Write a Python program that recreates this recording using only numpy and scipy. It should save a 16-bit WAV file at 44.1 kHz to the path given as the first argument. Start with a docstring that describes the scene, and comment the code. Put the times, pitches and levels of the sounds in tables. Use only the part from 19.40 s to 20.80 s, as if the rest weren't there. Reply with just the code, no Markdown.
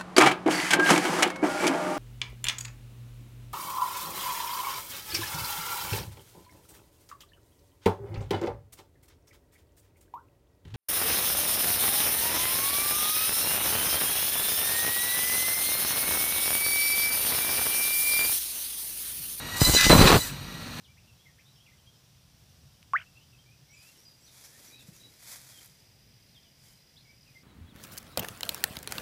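"""A band saw hums and whines in a workshop; then a frozen block is pushed through it near the microphone.
Tiny fractures at the teeth make a hiss and a rasp, and the blade, in forced vibration, buzzes and
squeals on harmonics of the tooth rate. The ice cracks and flung chips pelt the microphone.
The slice comes free and nudges the steel table while the blade whines on over the motor."""
import sys
import numpy as np
from scipy import signal
from scipy.fft import rfft, irfft, next_fast_len
from scipy.io import wavfile

SR = 44100
rng = np.random.default_rng(int(sys.argv[2]) if len(sys.argv) > 2 else 0)


def log_audio(samples):
    """Write samples as a 16-bit WAV file to the path given in sys.argv[1]."""
    # one column per channel
    frames = np.atleast_2d(samples).T
    # limit to full scale, then quantise
    limited = np.clip(frames, -1, 1)
    pcm = np.round(limited * 32767).astype(np.int16)
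    wavfile.write(sys.argv[1], SR, pcm)


N = 61739
TIME = np.arange(N) / SR


def undb(db):
    """Decibels to amplitude ratio."""
    return 10 ** (np.asarray(db) / 20)


def unit(x):
    """Normalisation to rms 1."""
    return x / np.sqrt(np.mean(x ** 2))


def curve(rows):
    """Linear interpolation of (time [s], value) points."""
    return np.interp(TIME, *np.array(rows).T)


def swell(rows, fade_s=0.025):
    """Amplitude envelope through (time [s], level [dB]) points, fading out beyond both ends."""
    inside_s = np.minimum(TIME - rows[0][0], rows[-1][0] - TIME)
    return undb(curve(rows)) * np.clip(1 + inside_s / fade_s, 0, 1) ** 2


def wander(hz):
    """Random fluctuation: noise of rms 1, low-passed at hz."""
    f = np.arange(N // 2 + 1) * SR / N
    return unit(irfft(rfft(rng.standard_normal(N)) / (1 + (f / hz) ** 2), N))


def colour(x, spectrum):
    """Minimum-phase filtering through (frequency [Hz], level [dB]) points, scaled to rms 1."""
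    size = 2 * next_fast_len(N)
    hz, db = np.array(spectrum).T
    f = np.arange(size // 2 + 1) * SR / size
    gain = undb(np.interp(np.log(f + 1), np.log(hz), db))
    cepstrum = irfft(np.log(gain))
    cepstrum[1:size // 2] *= 2
    cepstrum[size // 2 + 1:] = 0
    return unit(irfft(rfft(x, size) * np.exp(rfft(cepstrum)))[:N])


def clicks(per_s, spread_db):
    """Shot noise: independent impulses of uneven size."""
    struck = rng.random(N) < per_s / SR
    size = undb(spread_db * np.clip(rng.standard_normal(N), -2, 2))
    return struck * size * np.sign(rng.standard_normal(N))


def wavering_phase(hz, jitter, jitter_hz):
    """Frequency modulation: the phase of a rate that wavers by the rms fraction jitter."""
    return 2 * np.pi * np.cumsum(hz * (1 + jitter * wander(jitter_hz))) / SR


def rough_line(phase, width_hz):
    """Narrow-band noise: a partial of random amplitude and phase."""
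    return wander(width_hz) * np.cos(phase) + wander(width_hz) * np.sin(phase)


def rough_tone(phase, partials, width_hz):
    """Superposition of noise bands on the harmonics of one rate, at rms 1."""
    return unit(sum(undb(db) * rough_line(k * phase, width_hz) for k, db in partials))


def locked_tone(phase, partials, flutter_db=1.3):
    """Phase-locked harmonics at rms 1; flutter grows with the root of the harmonic number."""
    tone = 0
    for k, db in partials:
        gain = undb(db + flutter_db * np.sqrt(k) * wander(65))
        tone += gain * np.sin(k * phase + 2 * np.pi * rng.random())
    return unit(tone)


# Motor tones (frequency [Hz], level [dB])
HUM_TONES = [(97, -51), (140, -51), (183, -52), (237, -52), (1168, -84), (1367, -60)]
# Machine rumble (frequency [Hz], relative spectral density [dB])
RUMBLE_SPECTRUM = [(20, -30), (50, 2), (80, -3), (150, -5.5), (210, -9.5), (280, -3.5), (420, -15.5),
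                   (1300, -22.5), (4000, -18.5), (15000, -48)]
def motor():
    """Machine vibration: a line spectrum of hum over a continuous spectrum of rumble."""
    hum = sum(undb(db) * rough_line(2 * np.pi * hz * TIME, width_hz=6.3) for hz, db in HUM_TONES)
    return hum + undb(-45) * colour(rng.standard_normal(N), RUMBLE_SPECTRUM)


# Partials of the free blade (harmonic number, relative level [dB])
WHINE_PARTIALS = [(1, -11.5), (2, 0.5), (3, -5.5), (4, -3), (5, -11), (6, -7), (7, -14), (9, -14),
                  (10, -13), (12, -10.5), (14, -11)]
# The whine swells as the block comes near (time [s], relative level [dB])
WHINE_ENVELOPE = [(0, 1.5), (.16, 10.5), (.24, 4), (.8, -5), (.92, -5.5), (1.1, -1), (1.4, -18)]
def whine(tooth_hz=958.6, width_hz=6.5):
    """Periodic excitation: the free blade sounds harmonics of its tooth rate."""
    phase = wavering_phase(tooth_hz, jitter=0.0018, jitter_hz=6.5)
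    tone = unit(sum(undb(db) * rough_line(k * phase, width_hz * k) for k, db in WHINE_PARTIALS))
    return undb(-46.5 + curve(WHINE_ENVELOPE)) * tone


# Friction in the guides (frequency [Hz], relative spectral density [dB])
GUIDE_SPECTRUM = [(350, -6.5), (550, -3), (750, -3.5), (1300, -1), (1800, -3.5), (2080, -8.5), (2450, -2.5),
                  (3050, -10), (3450, -9), (4150, 0), (4450, -4), (5100, -17.5), (5900, -8), (7400, -19),
                  (8600, -12), (9400, -14), (10000, -21), (10900, -21), (11600, -17.5), (13300, -16),
                  (14000, -21), (15200, -18.5)]
# Its strength (time [s], relative level [dB])
GUIDE_ENVELOPE = [(0, 2), (.15, 2), (.22, 7), (.8, -5.5), (.92, -2.5), (1.1, -4), (1.33, -1), (1.39, 2)]
def guides():
    """Sliding friction: the blade rubs its guides and makes fluctuating broadband noise."""
    friction = rng.standard_normal(N) * undb(0.99 * wander(35))
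    return undb(-41.5 + curve(GUIDE_ENVELOPE)) * colour(friction, GUIDE_SPECTRUM)


# Teeth shaving ice (frequency [Hz], relative spectral density [dB])
HISS_SPECTRUM = [(300, -13), (1000, -4.5), (3200, -6.5), (4200, 4), (5400, -4), (7500, 0.5), (9000, 2),
                 (9900, -3), (10600, -7.5), (11300, -3.5), (12200, 2), (13500, -2), (15200, 0.5)]
# Strength of the hiss (time [s], level [dB])
HISS_ENVELOPE = [(0, -54), (.1, -44), (.16, -41), (.17, -32), (.195, -32.5), (.218, -24.5), (.34, -23.5),
                 (.385, -30.5), (.48, -27), (.55, -23.5), (.72, -29), (.78, -28), (.82, -33), (.88, -34.5),
                 (.92, -48.5), (1.05, -70)]
def hiss(bite):
    """Brittle fracture: tiny breaks at the teeth merge into bright shot noise."""
    fractures = bite * clicks(per_s=18000, spread_db=2.5)
    return colour(fractures, HISS_SPECTRUM) * swell(HISS_ENVELOPE)


# Partials of the buzz (harmonic number, relative level [dB])
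BUZZ_PARTIALS = [(1, -14.5), (2, -7.5), (3, -6.5), (4, 2.5), (5, -10), (6, -2), (7, -5.5), (8, -7), (9, -8),
                 (10, -9.5), (12, -10.5), (15, -10)]
# Strength of the buzz (time [s], level [dB])
BUZZ_ENVELOPE = [(.185, -74), (0.208, -24.5), (.27, -26.5), (.32, -30), (.36, -24), (.42, -29), (.6, -28.5),
                 (.7, -25.5), (.77, -37.5), (.83, -34), (0.868, -46), (.95, -51.5)]
def buzz(tooth_hz):
    """Forced vibration: the teeth drive the loaded blade in rough harmonics."""
    phase = wavering_phase(tooth_hz, jitter=0.00321, jitter_hz=38.3)
    return rough_tone(phase, BUZZ_PARTIALS, width_hz=41) * swell(BUZZ_ENVELOPE)


# Teeth deep in the block (frequency [Hz], relative spectral density [dB])
RASP_SPECTRUM = [(400, -19), (850, -17), (1150, -1.5), (1550, 1.5), (1730, 8.5), (1860, -3.5), (2200, -5),
                 (2480, 4.5), (2900, -1.5), (3250, -5.5), (3650, 4.5), (4400, 1), (5400, -4.5),
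                 (6800, -13.5), (9000, -14.5), (10600, -18), (15000, -23)]
# Strength of the rasp (time [s], level [dB])
RASP_ENVELOPE = [(.2, -39), (.31, -53), (.375, -24), (.46, -23), (.485, -34), (.515, -24), (.56, -40),
                 (.62, -23), (.645, -32), (.68, -18), (.725, -30), (.765, -37), (.795, -52), (.9, -41.5)]
# Chatter of the blade as it sinks in (time [s], modulation depth [0-1])
CHATTER_ENVELOPE = [(.35, 0.16), (.378, 1), (.42, 1), (.5, 0.17), (.75, 0.25)]
def rasp(bite, chatter_hz=377.7):
    """Amplitude modulation: blade chatter pulses the fractures deep in the cut."""
    phase = wavering_phase(chatter_hz, jitter=0.1566, jitter_hz=156)
    chatter = 1 + curve(CHATTER_ENVELOPE) * np.cos(phase)
    fractures = bite * chatter * clicks(per_s=4000, spread_db=0.5)
    return colour(fractures, RASP_SPECTRUM) * swell(RASP_ENVELOPE)


# Partials of the high and the low squeal (harmonic number, relative level [dB])
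HIGH_SQUEAL_PARTIALS = [(4, -10), (8, -23.5)]
LOW_SQUEAL_PARTIALS = [(2, -4.5), (6, -9)]
# Strength of each squeal (time [s], level [dB])
HIGH_SQUEAL_ENVELOPE = [(.2, -52), (.26, -25), (.335, -42), (0.369, -17), (.41, -33), (.488, -30),
                        (.503, -17.5), (.525, -15), (.56, -27.5), (0.591, -31), (0.613, -16.5), (.64, -50),
                        (.69, -20.5), (.74, -51), (0.786, -49), (.818, -34.5), (.85, -57), (0.921, -76)]
LOW_SQUEAL_ENVELOPE = [(.25, -50), (.35, -37.5), (0.396, -22.5), (.44, -26.5), (.515, -27), (.535, -44)]
def squeal(tooth_phase):
    """Lock-in: the blade follows the fourth tooth harmonic and, early in the cut, the second too."""
    high = locked_tone(tooth_phase, HIGH_SQUEAL_PARTIALS) * swell(HIGH_SQUEAL_ENVELOPE)
    low = locked_tone(tooth_phase, LOW_SQUEAL_PARTIALS) * swell(LOW_SQUEAL_ENVELOPE)
    return high + low


# Partials at first touch (harmonic number, relative level [dB])
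GRAZE_PARTIALS = [(1, -4), (5, 4.5), (7, -5)]
# Their strength (time [s], level [dB])
GRAZE_ENVELOPE = [(.205, -38), (.26, -31.5), (.285, -38.5)]
def graze(tooth_phase):
    """Periodic contact: the blade sings as its teeth skim the surface."""
    return locked_tone(tooth_phase, GRAZE_PARTIALS) * swell(GRAZE_ENVELOPE)


# Strikes of large chips (time [s], level [dB], frequency [Hz])
CHIP_STRIKES = [(0.2167, -3.5, 120), (0.2236, -15, 44), (0.2773, -16.5, 46.6), (0.2908, -12.5, 70.6),
                (0.2969, -9.5, 64.3), (.31, -37, 71), (0.338, -14, 59.4), (0.3488, -6.5, 390),
                (0.364, -13.5, 228), (.467, -7.5, 116), (0.4988, -11.5, 198), (.501, -2, 790),
                (0.521, -13, 209), (.529, 2, 470), (.552, -1, 148), (.559, -16, 120), (.574, -8.5, 200),
                (0.593, -3, 109), (.613, -1.5, 200), (.624, -6, 179), (0.656, -5, 129), (.704, -8, 450),
                (.729, -6, 353), (0.743, -5, 151), (.757, -5, 300), (.768, -7, 387)]
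def thuds(rise_s=0.00011, decay_cycles=0.46):
    """Heavily damped oscillation: each large chip strikes the microphone with a dull thud."""
    out = 0
    for start, db, hz in CHIP_STRIKES:
        age = np.maximum(TIME - start, 0)
        envelope = (1 - np.exp(-age / rise_s)) * np.exp(-age * hz / decay_cycles)
        out += undb(db) * envelope * np.cos(2 * np.pi * hz * age)
    return out


# Sharp cracks in the ice (time [s], relative level [dB])
ICE_CRACKS = [(.273, -16), (.3773, -21), (0.381, -25), (0.3827, -19), (0.4093, -20), (.412, -7),
              (0.4966, -5), (.501, -12), (0.6635, -12), (.759, -13)]
def cracks(t60_s=0.0025, band_hz=(895, 5840)):
    """Impulsive fracture: bigger pieces snap off in short, and therefore broadband, bursts."""
    bursts = sum((TIME >= start) * undb(db - 60 * np.abs(TIME - start) / t60_s)
                 for start, db in ICE_CRACKS)
    band = signal.butter(1, band_hz, "band", fs=SR, output="sos")
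    return signal.sosfilt(band, 2 * bursts * np.sign(rng.standard_normal(N)))


# Coarse and fine chips (frequency [Hz], relative spectral density [dB])
COARSE_SPECTRUM = [(15, -7.5), (32, 5), (60, -3.5), (120, 0), (220, -8.5), (450, -14.5), (1000, -17),
                   (3000, -38), (15000, -58)]
FINE_SPECTRUM = [(30, -15), (150, 2), (400, 3.5), (700, -2), (1100, 0.5), (1600, -5.5), (2400, -10),
                 (4500, -11.5), (15000, -50)]
# Strength of each spray (time [s], level [dB])
COARSE_ENVELOPE = [(.275, -23), (.3, -29), (.36, -33.5), (.41, -48), (.445, -29.5), (.475, -22),
                   (.49, -32.5), (.51, -11.5), (.575, -18), (.65, -19), (.7, -27.5), (.765, -18.5),
                   (.79, -31), (.84, -62)]
FINE_ENVELOPE = [(.47, -59), (.492, -59), (.5, -11.5), (.53, -19), (.575, -24.5), (.61, -18), (.645, -19),
                 (.67, -17), (.715, -17), (.765, -18.5), (.79, -39), (.83, -86)]
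def spray():
    """Shot noise: flung chips pelt the microphone at random instants."""
    coarse = colour(clicks(per_s=600, spread_db=3), COARSE_SPECTRUM) * swell(COARSE_ENVELOPE)
    fine = colour(clicks(per_s=970, spread_db=3.5), FINE_SPECTRUM) * swell(FINE_ENVELOPE)
    return coarse + fine


# Partials of the screech (harmonic number, relative level [dB])
SCREECH_PARTIALS = [(3, -3), (4, -3.5), (5, 0), (6, 2.5), (7, 0.5), (8, -6.5), (9, -5)]
# Its two flares (time [s], level [dB])
SCREECH_ENVELOPE = [(.28, -57), (.325, -31.5), (0.353, -19), (.385, -42), (.425, -31), (.458, -24),
                    (.49, -30), (.56, -60)]
def screech(fundamental_hz=967):
    """Line broadening: wide partials make the blade sound harsh, slightly flat of the squeal."""
    phase = wavering_phase(fundamental_hz, jitter=0.00321, jitter_hz=41)
    return rough_tone(phase, SCREECH_PARTIALS, width_hz=180) * swell(SCREECH_ENVELOPE)


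# The loose slice nudges the table (time [s], level [dB], frequency [Hz])
SLICE_NUDGES = [(0.899, -35, 139.6), (1.144, -38.5, 167), (1.371, -34.5, 145)]
def steel_table(rise_s=0.005, t60_s=0.73):
    """Free vibration: the table booms softly and dies away after each nudge."""
    out = 0
    for start, db, hz in SLICE_NUDGES:
        age = np.maximum(TIME - start, 0)
        envelope = (1 - np.exp(-age / rise_s)) * undb(db - 60 * age / t60_s)
        out += envelope * np.sin(2 * np.pi * hz * age)
    return out


# Tooth rate under load (time [s], frequency [Hz])
TOOTH_RATE = [(.19, 1011), (.245, 999), (.3, 1014), (.38, 1005), (.52, 1009), (.62, 1006), (.72, 1005),
              (.84, 990)]
def cut(bite_depth=0.23):
    """Common excitation: the passing teeth both modulate the fractures and drive the blade."""
    tooth_hz = curve(TOOTH_RATE)
    phase = wavering_phase(tooth_hz, jitter=0.0018, jitter_hz=90)
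    bite = (1 + bite_depth * np.cos(phase)) * undb(0.69 * wander(120))
    return hiss(bite) + buzz(tooth_hz) + rasp(bite) + squeal(phase) + graze(phase) + screech()


def workshop(direct, t60_s=0.12, reverb_db=-11.5):
    """Reverberation: reflections from hard walls and steel tables form a short exponential tail."""
    tail = rng.standard_normal(N) * undb(-60 * TIME / t60_s)
    tail /= np.sqrt(np.sum(tail ** 2))
    return direct + undb(reverb_db) * signal.fftconvolve(direct, tail)[:N]


def scene():
    """Superposition: the machine, the cut in its room, chips on the microphone and the table."""
    machine = motor() + whine() + guides()
    return (machine + workshop(cut() + cracks()) + thuds() + spray() + steel_table())[None, :]


def record(dry, bottom_hz=16, top_hz=15500):
    """Band limiting and saturation: the deepest bass and the top are cut, and peaks are rounded."""
    x = signal.sosfilt(signal.butter(2, bottom_hz, "high", fs=SR, output="sos"), dry)
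    rounded = x / (1 + x ** 4) ** .25
    return signal.sosfilt(signal.ellip(14, .1, 90, top_hz, fs=SR, output="sos"), rounded)


dry = scene()
out = record(dry)
log_audio(out)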